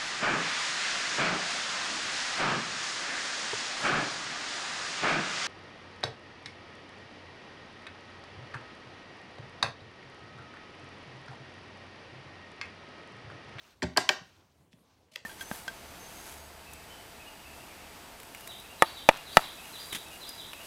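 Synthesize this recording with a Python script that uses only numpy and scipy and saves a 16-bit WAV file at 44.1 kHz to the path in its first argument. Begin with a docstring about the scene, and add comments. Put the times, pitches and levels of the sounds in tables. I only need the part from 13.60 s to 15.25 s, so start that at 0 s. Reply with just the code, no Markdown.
"""Throughout, a small furnished room hums faintly with filtered noise; at the start a hand rustles, with a thin squeak.
Then an acrylic stamp block is tapped three times on an ink pad in its plastic case, which clacks on a wooden desk:
short rough bursts ring the modes (natural tones) of case and desk, and the room answers with fading noise.
The hand rustles again; the block is set on paper, pressed, and ticks as it shifts, amid swishes of paper noise."""
import sys
import numpy as np
from scipy import signal
from scipy.io import wavfile
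from scipy.ndimage import uniform_filter1d

SR = 44100
rng = np.random.default_rng(int(sys.argv[2]) if len(sys.argv) > 2 else 0)


def to_wav(sig):
    """Store sig (one row per channel, or 1-D mono) as 16-bit WAV at the path in sys.argv[1].

    Samples outside -1..1 are clipped; the rate is SR.
    """
    pcm = np.clip(np.atleast_2d(sig), -1, 1) * 32767
    pcm = np.round(pcm).astype(np.int16)
    wavfile.write(sys.argv[1], SR, pcm.T)  # frames by channels


N = 72765   # length of the scene in samples


def amp(db):
    """Turn decibels into a plain factor."""
    return 10 ** (np.asarray(db) / 20)


def rms_one(x):
    """Scale a sound to an rms (average strength) of 1."""
    return x / np.sqrt(np.mean(x ** 2) + 1e-20)


def at_hz(points, hz):
    """Read a curve at a frequency, along a logarithmic frequency axis."""
    curve_hz, values = np.transpose(points)
    return np.interp(np.log(hz), np.log(curve_hz), values)


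def drift(rate_hz):
    """Smoothed random wander of rms 1; a higher rate wanders faster."""
    r = np.exp(-2 * np.pi * rate_hz / SR)
    wander = signal.lfilter([1], [1, -2 * r, r * r], rng.standard_normal(N + SR))
    return rms_one(wander[SR:])   # skip the filter's start


def bands(size):
    """Half-octave bands of noise, each with its centre frequency."""
    edges_hz = 25 * 2 ** np.arange(0, 9.7, .5)
    white = rng.standard_normal((2, size + SR // 2))
    for k, (low, high) in enumerate(zip(edges_hz, edges_hz[1:])):
        sos = signal.butter(2, [low, high], "band", fs=SR, output="sos")
        # neighbouring bands take turns between two noises
        yield np.sqrt(low * high), signal.sosfilt(sos, white[k % 2])[SR // 2:]


def coloured(spectrum, patchy_db, rate_hz):
    """Noise of a given spectrum whose bands flicker, partly together and partly alone; rms 1."""
    together = drift(rate_hz)
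    total = 0
    for hz, band in bands(N):
        flicker_db = patchy_db * (.6 * together + drift(rate_hz))
        total = total + band * amp(at_hz(spectrum, hz) + flicker_db)
    return rms_one(total)


def room_tone():
    """Steady hush of softly flickering noise, with a low lumpy rumble that swells and fades."""
    # colour of the hush: (frequency [Hz], relative level per Hz [dB])
    hush_colour = [(15, -60), (25, -34.5), (64, 1.5), (190, -6.5), (317, -8.5), (384, -8), (714, -12.5),
                   (962, -14.5), (1040, -22), (3920, -23.5), (16000, -35.5)]
    # colour of the rumble: (frequency [Hz], relative level per Hz [dB])
    rumble_colour = [(30, -36), (55, -12.5), (75, 4.5), (100, 0.75), (190, -9), (300, -27.5), (600, -61)]
    # loudness of the rumble: (time [s], level [dB])
    rumble_level = [(0, -88.5), (0.201, -86), (0.598, -68), (0.848, -68), (1.101, -71.5), (1.2, -89),
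                    (1.65, -71.5)]
    rumble_db = np.interp(np.arange(N) / SR, *np.transpose(rumble_level))
    hush = amp(-67) * coloured(hush_colour, patchy_db=2.5, rate_hz=4.1)
    return hush + amp(rumble_db) * coloured(rumble_colour, patchy_db=2.0, rate_hz=12)


def rustle():
    """Soft grainy rubbing of hand and sleeve: flickering noise that swells and fades."""
    # loudness of each stretch of rubbing: (time [s], level [dB])
    stretches = [
        [(0, -64.5), (.04, -61.5), (.11, -62.5), (.16, -72), (.21, -81)],
        [(.52, -99), (.64, -65.5), (.75, -67), (.9, -74), (1.05, -85.5), (1.2, -86), (1.33, -71.5),
         (1.46, -87.5)],
    ]
    # colour of the rubbing: (frequency [Hz], relative level per Hz [dB])
    rubbing_colour = [(350, -40.5), (600, 0.5), (944, -5.5), (1310, 1), (1850, -5.5), (2760, -2),
                      (2950, -8.5), (4780, -4), (11500, -24.5), (14700, -24), (16000, -12)]
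    t = np.arange(N) / SR
    level = 0
    for rows in stretches:
        level = level + amp(np.interp(t, *np.transpose(rows), left=-200, right=-200))
    return level * coloured([(250, -9.5)] + rubbing_colour, patchy_db=1.5, rate_hz=50)


def squeak():
    """A thin high tone whose pitch and loudness tremble at random."""
    # path of the squeak: (time [s], frequency [Hz], level [dB])
    path = [(0.03, 14700, -131), (0.038, 14300, -92), (0.095, 14200, -85), (0.112, 13600, -75),
            (0.13, 15000, -99)]
    s, hz, db = np.transpose(path)
    t = np.arange(N) / SR
    pitch_hz = np.interp(t, s, hz) + 150 * drift(300)
    tone = np.sin(2 * np.pi * np.cumsum(pitch_hz) / SR)
    level = uniform_filter1d(np.interp(t, s, amp(db), left=0, right=0), size=400)   # soften the corners
    return tone * level * amp(0.5 + 4.1 * drift(65))


def strike(s, db, centre_hz, modes, burst_s, crack_db):
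    """A short rough contact, coloured by how hard it is, rings every mode; rows: near sound, sound sent to the room."""
    t = np.arange(SR // 2) / SR
    start = t == 0
    burst = np.exp(-t / burst_s) * (rng.standard_normal(len(t)) * .16 + start * 2)
    contact = np.array([burst, start])
    # keep 0.72 octave on each side of the contact's colour, and dull it above 9 kHz
    edges_hz = np.clip(centre_hz * 2. ** (np.array([-1, 1]) * 0.72), 20, 19000)
    contact = signal.sosfilt(signal.butter(2, edges_hz, "band", fs=SR, output="sos"), contact + 1e-18)
    contact = signal.lfilter(*signal.butter(1, 9000, fs=SR), contact)
    energy = np.sum(contact ** 2, axis=1, keepdims=True)
    burst, click = contact / np.sqrt(energy * 5000 / centre_hz)

    rung = 0
    level_luck = rng.standard_normal(len(modes))   # every strike rings the modes a little differently
    for k, ((hz, level_db, t60), luck) in enumerate(zip(modes, level_luck)):
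        r = amp(-60 / (t60 * SR))   # loss per sample: 60 dB over t60
        w = 2 * np.pi * hz / SR
        gain = amp(level_db + 2 * luck) * np.sin(w) * (-1) ** k   # signs alternate
        rung = rung + signal.lfilter([0, gain], [1, -2 * r * np.cos(w), r * r], burst)

    near = rung + amp(crack_db) * burst
    # summed over all directions a contact is mostly a plain click, with a little of its ring
    sent = amp(-15) * rung + amp(15.5) * click
    out, i = np.zeros((2, N + SR)), int(s * SR)
    out[:, i:i + len(t)] = amp(db) * np.array([near, sent])
    return out[:, :N]


def taps():
    """The block clacks on the pad's case: rough bursts ring the plastic."""
    # contacts of block and case: (time [s], level [dB], colour centre [Hz])
    contacts = [(.2210, -34, 2200), (0.2217, -44.5, 4500), (0.2216, -34.5, 2900), (0.226, -31, 556.3),
                (0.2279, -32, 4600), (0.2286, -50.5, 11000), (0.2310, -33, 1700), (0.232, -39, 4200),
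                (0.235, -33, 620), (0.2357, -37.5, 4500), (0.239, -35, 2200), (0.245, -38, 600),
                (0.336, -55, 2618), (0.3639, -30, 1400), (0.3670, -25, 750), (0.3731, -15, 5500),
                (0.3732, -30, 10000), (.3740, -22.5, 1807), (0.3768, -18.5, 1000), (0.3799, -23, 1500),
                (0.3830, -30, 450), (0.4894, -29, 1180), (0.4907, -17, 4500), (0.4908, -30.5, 10000),
                (0.4916, -22, 1400), (0.492, -22.5, 800), (0.495, -30, 3200), (.4965, -31.5, 1500),
                (0.5015, -30.5, 480)]
    # modes of the case: (frequency [Hz], level [dB], time to fall 60 dB [s])
    case_modes = [(373, -2.5, 0.045), (620, -4.5, 0.052), (777, -6.5, 0.064), (853, 1.5, 0.014),
                  (1079, 1.5, 0.0062), (1400, -2, 0.008), (1630, -2, 0.018), (1820, -4.5, 0.02),
                  (2336, -3.5, 0.01), (2576, -9.5, 0.018), (3152, -5.5, 0.018), (3520, -11.5, 0.011),
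                  (4070, -8.5, 0.016), (4450, -6, 0.017), (5070, -11, 0.03), (5500, -10, 0.01),
                  (5850, -7, 0.01), (7310, -1.5, 0.005)]
    return sum(strike(s, db, hz, case_modes, burst_s=0.0029, crack_db=11) for s, db, hz in contacts)


def thumps():
    """The desk top answers slow pushes with its low modes."""
    # pushes into the desk: (time [s], level [dB], colour centre [Hz])
    pushes = [(0.226, -34, 230), (.236, -30.5, 115), (.262, -36, 251), (.376, -34.5, 240),
              (0.493, -43.5, 303), (0.604, -51.5, 189.6), (1.130, -56, 200), (1.134, -64.5, 600),
              (1.516, -62, 600), (1.56, -71, 394)]
    # modes of the desk top: (frequency [Hz], level [dB], time to fall 60 dB [s])
    desk_modes = [(75, -6, 0.19), (120.2, -7.5, 0.19), (174.5, -6, 0.11), (246.3, -3, 0.091),
                  (634, -6.5, 0.3)]
    return sum(strike(s, db, hz, desk_modes, burst_s=0.0041, crack_db=11.5) for s, db, hz in pushes)


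def room(x):
    """Dense reflections: each sound is smeared by noise that dies away band by band."""
    # how long the room rings: (frequency [Hz], time to fall 60 dB [s])
    ring_time = [(100, 0.7), (300, 0.42), (600, 0.33), (1840, .35), (4850, 0.34), (12800, 0.18)]
    # colour of the reflections: (frequency [Hz], relative level [dB])
    reflection_colour = [(100, 2), (300, 7), (550, 7.5), (1000, 2.5), (1800, 4.5), (2500, 0), (5000, -0.8),
                         (8000, -3), (11000, -13), (15000, -4)]
    t = np.arange(SR) / SR
    tail = 0
    for hz, band in bands(SR):
        tail = tail + band * amp(at_hz(reflection_colour, hz) - 60 * t / at_hz(ring_time, hz))
    tail = tail * (1 - np.exp(-t / 0.0016))   # the reflections build up within a few ms
    tail = tail / np.sqrt(np.sum(tail ** 2))
    return amp(-4.5) * signal.fftconvolve(x, tail)[:N]


def brushing():
    """Short bright swishes of paper: noise that swells and fades like half a sine wave."""
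    # swishes around the ticks: (start [s], length [s], peak level [dB])
    swishes = [(1.111, 0.030, -69), (1.513, 0.017, -62), (1.523, 0.074, -66), (1.532, 0.013, -60),
               (1.548, 0.012, -63)]
    # colour of the swishes: (frequency [Hz], relative level per Hz [dB])
    paper_colour = [(880, -65), (1500, -25.5), (1620, -2), (2040, 7), (3000, 14.5), (13800, -2.5),
                    (16000, -33)]
    t = np.arange(N) / SR
    shape = 0
    for start, length, db in swishes:
        shape = shape + amp(db) * np.sin(np.pi * np.clip((t - start) / length, 0, 1))
    return shape * coloured([(500, -30)] + paper_colour, patchy_db=2.5, rate_hz=150)


def ticks():
    """The block ticks against paper and desk: very short bursts ring the acrylic."""
    # contacts of block and paper: (time [s], level [dB], colour centre [Hz])
    touches = [(1.130, -62, 3000), (1.135, -70, 4000), (1.186, -70, 1200), (1.4855, -70, 1500),
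               (1.5410, -67, 3000), (1.5555, -66, 3800), (1.5583, -41, 3600), (1.5598, -38.5, 3600),
               (1.5599, -51, 12000), (1.5625, -45, 650), (1.5715, -57, 3300), (1.578, -54, 650)]
    # modes of the block: (frequency [Hz], level [dB], time to fall 60 dB [s])
    block_modes = [(600, -4.5, 0.026), (960, -4.5, 0.024), (1965, 5.5, 0.0071), (2560, 2, 0.0069),
                   (3340, 5.5, 0.0052), (3980, 0.5, 0.006), (5020, 1.5, 0.0068), (5610, -2, 0.0083),
                   (13980, 5, 0.0026)]
    return sum(strike(s, db, hz, block_modes, burst_s=0.0013, crack_db=16.0) for s, db, hz in touches)


def scene():
    """Hits and paper swishes with their room, over rustle, squeak and room tone."""
    near, sent = taps() + thumps() + ticks() + brushing()   # the swishes go equally into both rows
    background = room_tone() + rustle() + squeak()
    return (near + room(sent) + background)[None]


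def record(dry):
    """The microphone drops the deep bass below 55 Hz; the top is cut steeply, 60 dB down from 16.4 kHz."""
    dry = signal.sosfilt(signal.butter(2, 55, "high", fs=SR, output="sos"), dry)
    return signal.sosfilt(signal.cheby2(16, 60, 16400, fs=SR, output="sos"), dry)


dry = scene()
out = record(dry)
to_wav(out)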